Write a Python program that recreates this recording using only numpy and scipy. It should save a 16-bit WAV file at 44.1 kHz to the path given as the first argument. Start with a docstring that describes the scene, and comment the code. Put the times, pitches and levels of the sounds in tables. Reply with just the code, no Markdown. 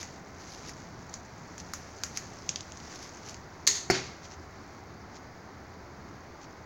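"""Under a big tree, an archer readies a pistol crossbow: sleeves rustle, the stock clacks, the catch ticks.
The latch lets go, the string slams home and the metal frame rings; a quarter second later the bolt
thuds into a target board. Trunks and bushes scatter both hits back, and feet scuff the dirt.
Underneath sit a soft, distant rumble and a low flutter, with a dull bump early and a light gust late."""
import sys
import numpy as np
from scipy import signal
from scipy.fft import rfft, irfft
from scipy.io import wavfile
from scipy.ndimage import uniform_filter1d

SR = 44100
rng = np.random.default_rng(int(sys.argv[2]) if len(sys.argv) > 2 else 0)


def transcribe(u):
    """Save the signal u as a 16-bit wav file named by the first command-line argument.

    u: samples, shape (n,) or (channels, n), limited to [-1, 1]; the rate is SR.
    q: integer samples, one column per channel.
    """
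    v = np.clip(np.atleast_2d(u).T, -1, 1)
    q = np.round(v * 32767).astype(np.int16)
    wavfile.write(sys.argv[1], SR, q)


N = 293265


# latch, string and limb hits: (time [s], level [dB], decay t60 [s])
RELEASE_HITS = [(3.668, -16, 0.024), (3.6737, -4, 0.013), (3.6756, -7, 0.024), (3.6806, -13, 0.036),
                (3.6862, -33, 0.012)]
# ring of the metal frame and string: (frequency [Hz], level [dB])
FRAME_MODES = [(405, -41.5), (1800, -46.5), (1938, -53.5), (3526, -44), (4253, -44), (4358, -49.5),
               (4472, -35), (4755, -60), (4980, -43), (5405, -33.5), (6239, -43.5), (6428, -44),
               (6617, -31), (6853, -38), (7480, -34.5)]
# bright EQ of the snap: (frequency [Hz], gain [dB])
SNAP_EQ = [(60, -23), (200, -14), (400, -15), (520, -71), (900, -9.5), (1500, -16), (1850, -3.5),
           (2500, -9), (3500, 0), (4400, 5), (5300, -5), (6500, 4), (7600, -0.5), (10000, -6.5),
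           (16000, -3)]

def shot(frame_t60_s=0.32):
    """The latch trips, the string hits its stop and rebounds, and the frame rings."""
    hits = contacts(RELEASE_HITS)
    tail = woods(hits, t60=0.46, echo_s=0.079, echo_db=-8.0, echo_t60=0.3, treble_life_s=0.053)
    snap = colour(hits + from_db(-4.5) * tail, SNAP_EQ)
    frame = ring(RELEASE_HITS[2][0], [(hz, db, frame_t60_s) for hz, db in FRAME_MODES])
    return snap + frame


# the bolt punches in and its shaft slaps the hole: (time [s], level [dB], decay t60 [s])
BOLT_HITS = [(3.9005, -15.5, 0.069), (3.903, -19, 0.021), (3.9068, -12.5, 0.024), (3.9092, -17, 0.022)]
# body of the board and bolt shaft: (frequency [Hz], level [dB], decay t60 [s])
BOARD_MODES = [(126.5, -29.5, 0.44), (178, -21.5, 0.065), (249.5, -30, 0.21), (354.6, -16.5, 0.091),
               (378.4, -26, 0.36), (688, -22.5, 0.055), (737, -19.5, 0.047), (1440, -17, 0.024),
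               (1500, -49, 0.29), (1605, -44, 0.24), (1860, -14, 0.013), (2160, -37.5, 0.8),
               (2140, -7, 0.013), (2300, -43, 0.26), (2760, -40, .3), (4460, -4, 0.18)]
# EQ of the bolt's crack: (frequency [Hz], gain [dB])
CRACK_EQ = [(60, -1), (200, -20), (1050, -9.5), (2100, 1), (3300, -18), (4500, 2.5), (6500, -6.5),
            (10000, -10.5), (16000, -5)]
# darker EQ of its tail from the trees: (frequency [Hz], gain [dB])
TAIL_EQ = [(60, -19), (150, 3), (380, 4.5), (560, -1), (750, 0), (1050, -4.5), (2100, 0), (3300, 0.5),
           (4500, 1.5), (6500, -5), (10000, -15.5), (16000, -21)]

def target():
    """The board booms once as the bolt cracks through it; the crack comes back from the trees."""
    hits = contacts(BOLT_HITS)
    body = ring(BOLT_HITS[0][0], BOARD_MODES)
    boom = band(body, 100, 1570)  # a small soft board radiates neither deep bass nor treble
    tail = woods(hits, t60=0.61, echo_s=0.042, echo_db=-0.5, echo_t60=0.26, treble_life_s=0.069)
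    return colour(hits, CRACK_EQ) + from_db(-2.5) * boom + from_db(-1.0) * colour(tail, TAIL_EQ)


def woods(hits, t60, echo_s, echo_db, echo_t60, treble_life_s):
    """A diffuse tail off the ground and bushes, with a smeared slapback from the farther trunks."""
    t = np.arange(SR) / SR
    near = from_db(-60 * t / t60) * np.minimum(t / 0.004, 1) ** 2
    far_attack = np.clip((t - echo_s) / 0.01 + 1, 0, 1)
    far = from_db(echo_db - 60 * np.abs(t - echo_s) / echo_t60) * far_attack
    spread = near ** 2 + far ** 2
    treble_fade = np.exp(-t / treble_life_s)  # leaves soak up the treble sooner
    tail = 0
    for fade, low_hz, high_hz in [(1, 40, 8000), (treble_fade, 8000, 20000)]:
        energy = signal.fftconvolve(hits ** 2, fade * spread / spread.sum())[:N]
        tail += np.sqrt(np.abs(energy)) * band(rng.standard_normal(N), low_hz, high_hz)
    return tail


# hands and bolt knock against the stock: (time [s], level [dB], hardness [dB])
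STOCK_CLACKS = [(0.0299, -25, -2), (0.6934, -26.5, 0), (1.1402, -22, -7), (1.5802, -26, -2),
                (1.601, -29, -6), (1.736, -15, 1.5), (2.036, -11, -0.5), (2.173, -13.5, -0.5),
                (3.295, -28, -5)]

def stock():
    """Full clacks with a broad, low knock; a harder hit gains some knock and even more top edge."""
    clacks = np.zeros(N)
    for s, level_db, hard_db in STOCK_CLACKS:
        edge_db = 1.5 + 1.7 * hard_db
        clack = click((1150, 2980), knock_db=hard_db, ring_db=1.5, edge_db=edge_db, scatter_db=-25.5)
        clacks += placed(s, from_db(level_db) * clack)
    return clacks


# the catch and other small metal parts: (time [s], level [dB], metal ring [dB])
CATCH_TICKS = [(2.4916, -6.5, -2), (2.5591, -7.5, -22), (2.6074, -22, 0), (2.7207, -24.5, -4),
               (2.773, -34, 3), (2.801, -28.5, -20), (3.344, -28.5, 0)]

def catch():
    """Small metal parts tick, thin and dry, with a narrow, high knock."""
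    ticks = np.zeros(N)
    for s, level_db, ring_db in CATCH_TICKS:
        tick = click((2510, 3760), knock_db=2.5, ring_db=ring_db, edge_db=-18.5, scatter_db=-30)
        ticks += placed(s, from_db(level_db) * tick)
    return ticks


def click(knock_band_hz, knock_db, ring_db, edge_db, scatter_db):
    """Hard parts touch: a gritty attack with ground scatter, a knock and a brief metal ring."""
    touch = from_db(-4.5) * burst(t60=0.007) + from_db(scatter_db) * burst(t60=0.26)
    touch[0] += from_db(7)  # the sharp transient of first contact
    knock = from_db(knock_db) * band(touch, *knock_band_hz)
    metal = from_db(ring_db) * band(touch + from_db(-16.0) * burst(t60=0.081), 5460, 7500)
    edge = from_db(edge_db) * band(touch, 9400, 19400)
    return band(touch, 4170, 6840) - knock + metal + edge


# rustle bed as the archer kneels, leans in to aim, holds still, crouches aside: (start [s], level [dB])
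POSTURE_LEVELS = [(0, -60), (1.65, -54.5), (3.37, -62.5), (4.85, -66.5)]
# crisp, bright brushes of a sleeve on the body: (time [s], level [dB], half length [s])
SLEEVE_BRUSHES = [(0.01, -39, 0.051), (0.42, -52, 0.054), (0.534, -50, 0.15), (0.69, -44.5, 0.045),
                  (1.142, -46.5, 0.029), (1.603, -50, 0.05), (2.166, -42.5, 0.039), (2.96, -46.5, 0.024),
                  (3.035, -47.5, 0.094), (3.29, -44.5, 0.058)]
# duller scrapes of a foot on dirt: (time [s], level [dB])
FOOT_SCRAPES = [(4.253, -50), (4.327, -51), (5.159, -51.5), (6.431, -54)]

def rustle(settle_s=0.08, fidget_db=1, fidgets_per_s=5):
    """Cloth and leaf litter crackle with the movement; each brush or scrape is a swell of grains."""
    posture_db = np.zeros(N)
    for s, level_db in POSTURE_LEVELS:
        posture_db[round(s * SR):] = level_db
    settled_db = uniform_filter1d(posture_db, round(settle_s * SR))
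    posture = from_db(settled_db - fidget_db * drift(fidgets_per_s))
    # the arm stirs the cloth more softly and for longer around each brush
    arms = sum(swell(s, level_db - 10, half_s=0.31) for s, level_db, _ in SLEEVE_BRUSHES)
    brushes = sum(swell(s, level_db, half_s) for s, level_db, half_s in SLEEVE_BRUSHES)
    scrapes = sum(swell(s, level_db, half_s=0.052) for s, level_db in FOOT_SCRAPES)
    cloth = from_db(2 * drift(24.64)) * crackle(per_s=2200, spread_db=2.0)
    grains = from_db(1.2 * drift(55)) * crackle(per_s=2000, spread_db=3.5)
    sleeves = brushes * (band(grains, 2800, 6900) + from_db(9) * band(grains, 10100, 12000))
    feet = scrapes * band(grains, 2300, 7700)
    bed = np.hypot(posture, arms) * (cloth + creases())
    return bed + from_db(4.5) * (sleeves + feet)


def creases():
    """Single creases and dry leaves snap out of the rustle, in six narrow treble bands."""
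    edges_hz = np.geomspace(4000, 13100, 7)
    bands_hz = zip(edges_hz, edges_hz[1:])
    snaps = sum(band(crackle(per_s=22, spread_db=2.5), low, high) for low, high in bands_hz)
    return from_db(-4.5) * snaps


# EQ of the cloth grains: (frequency [Hz], gain [dB])
CLOTH_EQ = [(300, 6.5), (1500, 4.5), (3000, 4.5), (6000, 5.5), (11000, -9.5), (16000, -0.5)]

def crackle(per_s, spread_db):
    """Cloth texture: random grains of uneven size, at unit power."""
    sizes = from_db(spread_db * np.minimum(rng.exponential(1, N), 4))
    polarity = rng.choice([-1, 1], N)
    triggers = rng.random(N) < per_s / SR
    return rms_one(colour(sizes * polarity * triggers, CLOTH_EQ))


# bass-heavy EQ of the distant ambience: (frequency [Hz], gain [dB])
RUMBLE_EQ = [(28, -10.5), (50, -14), (78, 3.5), (125, -8), (200, -5), (380, -5.5), (520, -10.5),
             (750, -7.5), (1200, -11.5), (2100, -16.5), (2800, -24.5), (4600, -22), (8000, -37),
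             (12500, -30.5), (15500, -16.5)]

def rumble(level_db=-47.5):
    """A steady bed of far-off rumble and faint hiss."""
    return from_db(level_db) * rms_one(colour(rng.standard_normal(N), RUMBLE_EQ))


# two soft low swells, a dull bump of handling or a footstep, then a light gust: (time [s], level [dB])
LOW_SWELLS = [(0.9, -52.5), (6.0, -59)]

def low_flutter(start_db=-53, ease_db_per_s=1):
    """A bassy flutter of light air eases off steadily; a dull bump and a later gust swell out of it."""
    easing = from_db(start_db - ease_db_per_s * np.arange(N) / SR)
    swells = sum(swell(s, level_db, half_s=0.42) for s, level_db in LOW_SWELLS)
    flutter = from_db(2.7 * drift(12))
    return (easing + swells) * flutter * rms_one(band(rng.standard_normal(N), 61, 188))


def contacts(hits):
    """One noise burst for each (time [s], level [dB], decay t60 [s])."""
    return sum(placed(s, from_db(db) * burst(t60)) for s, db, t60 in hits)


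def burst(t60, size=8192):
    """Tiny collisions that die away; starts near unit power."""
    fade = from_db(-60 * np.arange(size) / SR / t60)
    return rms_one(rng.standard_normal(size) * fade) * np.sqrt(np.mean(fade ** 2))


def ring(s, modes):
    """Damped modes set off by a hit at time s."""
    t = np.arange(SR) / SR
    partials = (from_db(db - 60 * t / t60) * np.cos(2 * np.pi * hz * t) for hz, db, t60 in modes)
    return placed(s, sum(partials))


def swell(s, level_db, half_s):
    """An envelope that rises to a peak at time s and falls back alike."""
    return from_db(level_db) * np.maximum(1 - np.abs(np.arange(N) / SR - s) / half_s, 0) ** 2


def drift(per_s):
    """A random modulator gliding between values of spread 1."""
    knots = rng.standard_normal(400)
    return np.interp(np.arange(N) / SR * per_s, np.arange(len(knots)), knots)


def placed(s, sound):
    """A short sound laid on the timeline at time s."""
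    return np.pad(sound, (round(s * SR), N))[:N]


def band(x, low_hz, high_hz):
    """Gentle causal band-pass."""
    sos = signal.butter(2, [low_hz, high_hz], "band", fs=SR, output="sos")
    return signal.sosfilt(sos, x + 1e-18)


def colour(x, points, size=8192):
    """Minimum-phase EQ through points of (frequency [Hz], gain [dB])."""
    hz, db = np.transpose(points)
    grid_hz = np.maximum(np.arange(size // 2 + 1) * SR / size, 1)
    gain = from_db(np.interp(np.log(grid_hz), np.log(hz), db))
    cepstrum = irfft(np.log(gain))
    cepstrum[1:size // 2] *= 2  # folded forward, so nothing rings ahead of a transient
    cepstrum[size // 2 + 1:] = 0
    impulse = irfft(np.exp(rfft(cepstrum)))
    return signal.fftconvolve(x, impulse)[:N]


def from_db(db):
    """Decibels to gain."""
    return 10 ** (np.asarray(db) / 20)


def rms_one(x):
    """Scale to unit power."""
    return x / np.sqrt(np.mean(x ** 2) + 1e-20)


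def scene():
    """The mono mix, heard a few steps from the archer."""
    return (stock() + catch() + rustle() + shot() + target() + rumble() + low_flutter())[None]


# response of the microphone: (frequency [Hz], gain [dB])
MICROPHONE_EQ = [(100, 1), (2100, 2), (2900, -3.5), (3400, -5), (4000, -3.5), (4450, -0.5), (5300, 0.5),
                 (6600, 5), (7200, -1), (8200, -14), (11500, -14.5), (13500, -23), (15300, -20)]

def record(dry, cutoff_hz=16200):
    """A small microphone whose port resonates in the presence range and passes little above it."""
    heard = colour(dry[0], MICROPHONE_EQ)
    high_cut = signal.ellip(10, 0.2, 80, cutoff_hz, fs=SR, output="sos")
    return signal.sosfilt(high_cut, heard)[None]


dry = scene()
out = record(dry)
transcribe(out)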